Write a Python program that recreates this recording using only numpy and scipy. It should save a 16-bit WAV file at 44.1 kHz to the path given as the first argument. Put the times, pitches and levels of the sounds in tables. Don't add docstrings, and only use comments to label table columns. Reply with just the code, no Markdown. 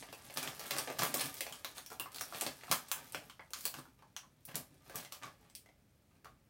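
import sys
import numpy as np
from scipy import signal
from scipy.fft import rfft, irfft, next_fast_len
from scipy.io import wavfile

SR = 44100
rng = np.random.default_rng(int(sys.argv[2]) if len(sys.argv) > 2 else 0)


def put_to_file(sound):
    columns = np.atleast_2d(sound).T
    safe = np.clip(columns, -1, 1)
    whole_steps = np.round(safe * 32767)
    wavfile.write(sys.argv[1], SR, whole_steps.astype(np.int16))


N = 286209
RUSTLE, RATTLE, PUSH = range(3)


def snaps():
    # start_s, level_db, tilt_db_per_octave, rounding_db_per_octave2, hollow_db, ring_hz, ring_db
    creases = [(0.0256, -17, -6.5, 1, -7.5, 4400, 7), (0.088, -23.5, -6, 3.5, -3, 660, 11),
               (0.1275, -18.5, -4, -0.65, -3.5, 2670, 14), (0.2992, -13, -7, 3.5, -11, 1950, 0),
               (0.3405, -33, 1.5, -2.2, 5, 8400, 10.5), (0.373, -4.5, 0, 1.0, -1, 3870, 1),
               (0.4295, -8.5, -1.2, 1, 7, 2450, 9), (0.4755, -8, -3, 1.1, 2.5, 2030, 3),
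               (0.595, -15, -1.5, -0.1, -9, 4410, 7), (0.7089, -2, -1, 1.4, -8.5, 1810, 2),
               (0.7657, -13.5, -3, 0.1, 8.5, 8490, -1), (0.7844, -10, 1.5, 0.5, -6, 8400, 6.5),
               (0.874, -7.5, -7, 1.5, -7, 576, 5.5), (0.901, -11.5, -6.5, 0, -5.5, 600, 3),
               (0.9917, -3.5, 1.1, 1.9, -2, 1440, 6), (0.997, -15, 0, 1.5, 12, 1325, 3),
               (1.021, -2, -4, 0.9, 3.5, 1190, 3.5), (1.034, -8.5, -0.5, -0.8, 12, 12790, 6.5),
               (1.1421, -4.5, -2, -1.16, -7, 12790, 4), (1.1599, -17, -3, 4, 9, 1110, 8),
               (1.1957, -10, 0, 0.8, 0, 4410, 8), (1.2075, 0, -3.8, 4, -16, 4530, 2),
               (1.2114, -11, 0.1, -0.2, -1, 8900, 9.5), (1.3424, -24, 1.5, -0.7, -5, 8490, 2),
               (1.4076, -4.5, -2.6, 0, -10, 11900, 5.5), (1.4661, -13.5, -4, 1, -4, 2680, 6),
               (1.525, -18, 1.9, 1.5, 6.5, 3080, 12), (1.6467, -11, -1.9, 0.06, 8, 3840, 11),
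               (1.782, -20, -1.8, 0.6, 8, 1170, 2.5), (1.8623, -24, 1.5, 0.3, -4, 5700, 9),
               (1.903, -24, -2, -0.5, -3, 1400, 11), (1.9168, -26, -7.5, -0.5, 8, 760, 4),
               (1.9982, -15.5, 0.2, -1.6, 9.5, 2800, 16.5), (2.058, -21, -8, 1.5, 6.5, 1217, 9.5),
               (2.1457, -17.5, -1.5, 0.1, -4, 4700, 9), (2.1605, -21, 0, -0.9, 3, 4200, 7),
               (2.184, -13.5, 2, 4.5, -2, 4160, 1), (2.2106, -11.5, -0.6, -0.45, 4.5, 5640, 9),
               (2.3247, -20, -5.5, 0.3, 5, 1220, 7), (2.347, -12.5, -4.5, 1.5, -2, 8500, 15),
               (2.411, -7, 3.8, 1.9, 5, 8000, 3.5), (2.4208, -17, -4, -1.9, -2, 8490, 1),
               (2.4654, -8, -3.0, 0, 0, 4500, 6.5), (2.611, -25, -2, 3, 3, 1980, 4),
               (2.636, -21.5, -4, 0, 3.5, 1910, 9), (2.68, -27.5, -10.5, 3.5, 9, 700, 15.5),
               (2.695, -22, -2.5, 0.5, -3, 1250, 5.5), (2.714, 3.5, -1.1, 0.73, 3, 1195, 6),
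               (2.726, -10, 2.2, -0.2, 14, 1260, 5), (2.886, -31, 2.3, 0, 11, 13000, 2),
               (2.9158, -6, 1.5, -0.06, 4.5, 1180, 0), (2.963, -25, -7.5, 2.5, 4.5, 1525, 16.5),
               (3.1228, -26.5, 3.5, 0.5, -14, 8800, 4), (3.1467, -8.5, -5, 0, -2.5, 1430, 9),
               (3.2243, -35, -6, -0.3, -2, 8630, 5), (3.298, -21, 0, 2.5, 7, 3090, 10.5),
               (3.3944, -21.5, -12, 3.5, 2.5, 2050, 14.5), (3.5057, -33, -2, -1.5, 1, 8780, 4),
               (3.5348, -11.5, 3.8, 2.8, 11, 6900, 5.5), (3.6086, -25, 4.5, 0.9, 3, 12580, 1.5),
               (3.654, -9, 0.85, -0.8, 2.5, 4500, 9.5), (3.7411, -14.5, -2.3, 1, 1, 1530, 10),
               (3.787, -24, -3.5, -0.5, 1.5, 1200, 13), (3.8538, -40, -3.3, -1.5, 15, 1390, 9),
               (4.0234, -36, -5.5, -0.2, 10.5, 886, 11), (4.165, -11.5, 0.3, 2.5, 1.5, 5860, 13),
               (4.2335, -38.5, -9, 2, 12, 1255, 2), (4.4527, -33.5, 4, -1.4, 2, 8500, 2),
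               (4.487, -20, -7.5, 3, 1, 1240, 0.5), (4.546, -17.5, -3, 1.5, 4, 1210, 5),
               (4.5556, -11, -1, -1.4, -1.5, 13200, 2), (4.897, -25.5, -4.5, -1.4, -1, 1610, 16),
               (4.941, -33, -8.5, -0.2, 9.5, 1150, 12), (4.957, -16.5, -0.7, -1.6, 4, 7850, 7),
               (5.049, -19.5, -1.5, 1.5, -4, 2000, 13.5), (5.1234, -18.5, 0.9, 0, 5, 7800, 4),
               (5.234, -14.5, -1, 3.6, 10, 1120, 15.5), (5.4997, -33.5, -1.5, 1.0, 1, 8090, 8),
               (5.5517, -22.5, 3, 0.8, -20, 9200, 9), (5.6601, -33, -5, 0.5, -3, 2100, 20),
               (5.6885, -35.5, -7, 0.3, -7, 2025, 16.5), (6.2462, -26, -3.5, 0, 6.5, 1155, 12),
               (6.2553, -29.5, -7, 1, 13, 1200, 9)]
    # frequency_hz, level_db
    bass_loss = [(120, -33), (300, -6.5), (500, -3), (750, -1)]
    body_hz, middle_hz, top_hz = 500, 2500, 12000
    hollow_hz, hollow_spread, ring_spread = 1210, 0.41, 0.08
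    slip_db, bright_t60_s, far_slip_share = -10, 0.0072, 0.15
    size = 1024
    far, near = np.zeros((2, N + size))
    t, hz = np.arange(size) / SR, np.abs(np.fft.fftfreq(size, 1 / SR))
    octaves = np.log2(np.clip(hz, body_hz, top_hz) / middle_hz)
    for start_s, level_db, tilt, rounding, hollow_db, ring_hz, ring_db in creases:
        shape_db = level_db + tilt * octaves - rounding * octaves ** 2 + value_at(bass_loss, hz)
        shape_db += hollow_db * np.exp(-(np.log((hz + 1) / hollow_hz) / hollow_spread) ** 2)
        shape_db += ring_db * np.exp(-(np.log((hz + 1) / ring_hz) / ring_spread) ** 2)
        spectrum = np.exp(np.conj(signal.hilbert(np.log(gain_of(shape_db)))))
        t60_s = bright_t60_s * gain_of(np.clip(-1.2 * tilt, 0, 12))
        noise = rng.standard_normal(size)
        slips = noise * np.abs(noise) * gain_of(slip_db - 60 * t / t60_s)
        for out, share in (far, far_slip_share), (near, 1):
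            train = np.append(1, share * slips[1:])
            train /= np.linalg.norm(train)
            out[round(start_s * SR):][:size] += np.fft.ifft(spectrum * np.fft.fft(train)).real
    return far[:N], near[:N]


def rustle():
    # frequency_hz, level_db
    colour = [(880, -36), (1500, -4), (3580, 0), (4450, 0), (7650, -3.5), (8530, -3), (12900, -5),
              (15900, -12)]
    t = np.arange(200) / SR
    crackle = np.zeros(N)
    for k, pitch_hz in enumerate(np.geomspace(1500, 14000, num=6)):
        ping = np.sin(2 * np.pi * pitch_hz * t) * np.exp(-t * pitch_hz / 0.84)
        ping /= np.linalg.norm(ping)
        crackle += signal.oaconvolve(clicks(per_s=300, spread_db=5), ping)[:N] * 1.77 ** k
    return gain_of(-4) * hand(RUSTLE) * unit_rms(coloured(crackle, colour))


def rattle():
    # pitch_hz, width_hz, level_db
    bag_modes = [(422, 50, -4), (610, 160, -1), (850, 210, 0.5), (1200, 120, 1), (1610, 330, -5),
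                 (2065, 1200, -13)]
    # pitch_hz, width_hz, level_db
    slack_modes = [(146.6, 66, 3.5), (251, 85, -0.5)]
    knocks = ring(clicks(per_s=1100, spread_db=4.5), bag_modes)
    pushes = clicks(per_s=200, spread_db=3.9)
    thumps = ring(ring(pushes, slack_modes), slack_modes)
    return gain_of(-0.5) * hand(RATTLE) * unit_rms(knocks) + gain_of(-4) * hand(PUSH) * unit_rms(thumps)


def hand(layer):
    # hold_start_s, hold_s, rustle_db, rattle_db, push_db
    squeezes = [(0.0, .02, -55, -66, -55), (0.067, 0.027, -68, -67, -53), (0.166, 0.045, -66, -65, -73),
                (0.242, 0.023, -62, -63, -57.5), (0.365, 0.12, -49, -48.5, -53.5),
                (0.607, 0.066, -48.5, -49.5, -61), (0.709, 0.087, -42, -44, -49),
                (0.883, 0.019, -58, -48, -60), (.99, 0.077, -42, -42, -45.5),
                (1.108, 0.067, -51.5, -55.5, -51), (1.171, 0.077, -39.5, -45, -49.5),
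                (1.353, 0.029, -49.5, -77, -75), (1.45, 0.11, -56, -60, -61),
                (1.683, 0.036, -56, -66, -62.5), (1.758, 0.028, -47, -61, -61.5),
                (1.909, 0.013, -51.5, -57.5, -57), (2.001, 0.012, -70, -53, -53.5),
                (2.117, 0.057, -58, -63.5, -72), (2.195, 0.019, -49, -68, -61),
                (2.335, 0.14, -47, -56.5, -58), (2.448, 0.027, -66, -52.5, -49.5),
                (2.63, 0.05, -75, -61, -67), (2.704, 0.026, -48, -51.5, -43.5),
                (2.972, 0.034, -62, -57.5, -58), (3.131, 0.048, -60, -56.5, -58),
                (3.237, 0.054, -71, -70.5, -66), (3.555, 0.037, -51.5, -62, -62),
                (3.637, 0.035, -48.5, -64, -60), (3.74, 0.046, -53.5, -61, -52),
                (3.844, 0.042, -73, -73, -62.5), (3.985, 0.026, -80, -71.5, -68),
                (4.24, 0.03, -87, -86, -72), (4.483, 0.038, -63.5, -59, -58),
                (4.548, 0.016, -68, -56, -43.5), (4.707, 0.015, -87, -76, -55.5),
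                (4.863, 0.073, -61.5, -63, -66), (4.951, 0.048, -49, -51.5, -55),
                (5.023, 0.02, -61, -69, -73), (5.124, 0.0082, -51.5, -57, -78),
                (5.223, 0.035, -62, -53.5, -55.5), (5.405, 0.055, -86, -70.5, -67),
                (6.11, 0.042, -80, -76, -71), (6.245, 0.043, -85, -70, -59.5)]
    # time_s, level_db
    stirring = [(0.0, -59.5), (0.38, -53.5), (0.58, -51), (1.3, -50), (1.63, -59), (2.02, -68),
                (2.37, -49.5), (2.51, -57), (3.02, -54.5), (3.38, -69), (3.72, -75), (3.85, -76),
                (4.17, -76.5), (4.93, -65.5), (5.1, -76), (5.28, -71), (5.75, -77.5), (6.49, -80)]
    # rustle_db, rattle_db, push_db
    share_db = [-3.5, -9.5, -12.5]
    # rustle_db_per_s, rattle_db_per_s, push_db_per_s
    relax_rates = [304, 249.5, 252]
    press_s = 0.013
    t = np.arange(0, N / SR + 0.01, 0.002)
    power = gain_of(np.interp(t, *np.transpose(stirring)) + share_db[layer]) ** 2
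    for hold_start_s, hold_s, *levels_db in squeezes:
        press = np.clip((t - hold_start_s) / press_s + 1, 0, 1) ** 2
        relax_db = relax_rates[layer] * np.maximum(t - hold_start_s - hold_s, 0)
        power += (press * gain_of(levels_db[layer] - relax_db)) ** 2
    return np.interp(np.arange(N) / SR, t, np.sqrt(power))


def room(x):
    # frequency_hz, t60_s
    decay = [(150, 0.13), (600, 0.26), (1500, 0.21), (4000, 0.22), (10000, 0.21), (16000, 0.21)]
    # delay_ms, level_db
    echoes = [(3.5, -8), (8.5, -15), (12.5, -16)]
    turn_hz = 2.3
    turn = 2 * np.pi * turn_hz * np.arange(N) / SR
    out = np.zeros(N)
    for k in range(3):
        hz, t, bands = signal.stft(rng.standard_normal(SR // 2), SR, nperseg=256)
        bands *= gain_of(-60 * t / value_at(decay, hz)[:, None])
        tail = signal.istft(bands, SR, nperseg=256)[1]
        tail *= 1 - np.exp(-(np.arange(len(tail)) / (0.0035 * SR)) ** 2)
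        tail *= gain_of(-0.5) / np.linalg.norm(tail)
        for delay_ms, level_db in echoes:
            tail[round(delay_ms * SR / 1000) + 9 * (k - 1)] += gain_of(level_db)
        crossfade = np.sqrt(2 / 3) * np.cos(turn + k * np.pi / 3)
        out += signal.fftconvolve(x * crossfade, tail)[:N]
    return out


def hum():
    # frequency_hz, level_db
    floor = [(26, -40.5), (45, 0), (129, -2), (182, -6), (245, -7.5), (372, -15), (578, -16.5), (1020, -25),
             (2400, -26), (3470, -31), (11800, -34.5), (15900, -33)]
    return gain_of(-69) * unit_rms(coloured(rng.standard_normal(N), floor))


def clicks(per_s, spread_db):
    strength, polarity, chance = rng.random((3, N))
    size = gain_of(spread_db * np.minimum(-np.log(strength + 1e-9), 4))
    return unit_rms(size * np.sign(polarity - 0.5) * (chance < per_s / SR))


def ring(x, modes):
    return sum(gain_of(db) * signal.lfilter(*signal.iirpeak(hz, hz / width_hz, SR), x)
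               for hz, width_hz, db in modes)


def coloured(x, curve):
    size = next_fast_len(len(x))
    gains = gain_of(value_at(curve, np.fft.rfftfreq(size, 1 / SR)))
    return irfft(rfft(x, size) * gains, size)[:len(x)]


def value_at(curve, hz):
    points_hz, values = np.transpose(curve)
    return np.interp(np.log(hz + 1), np.log(points_hz + 1), values)


def gain_of(db):
    return 10 ** (np.asarray(db) / 20)


def unit_rms(x):
    return x / np.sqrt(np.mean(x ** 2) + 1e-20)


def scene():
    far_snaps, near_snaps = snaps()
    handling = rustle() + rattle()
    direct = gain_of(-1.5) * near_snaps + gain_of(-2) * handling
    reflected = room(far_snaps + gain_of(-2.5) * handling)
    return (direct + reflected + hum())[None]


def record(dry):
    low_cut_hz, high_cut_hz = 42, 16000
    low_cut = signal.butter(2, low_cut_hz, btype="high", fs=SR, output="sos")
    high_cut = signal.firwin(511, high_cut_hz, window=("kaiser", 9), fs=SR)
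    return signal.oaconvolve(signal.sosfilt(low_cut, dry), high_cut[None], "same")


dry = scene()
out = record(dry)
put_to_file(out)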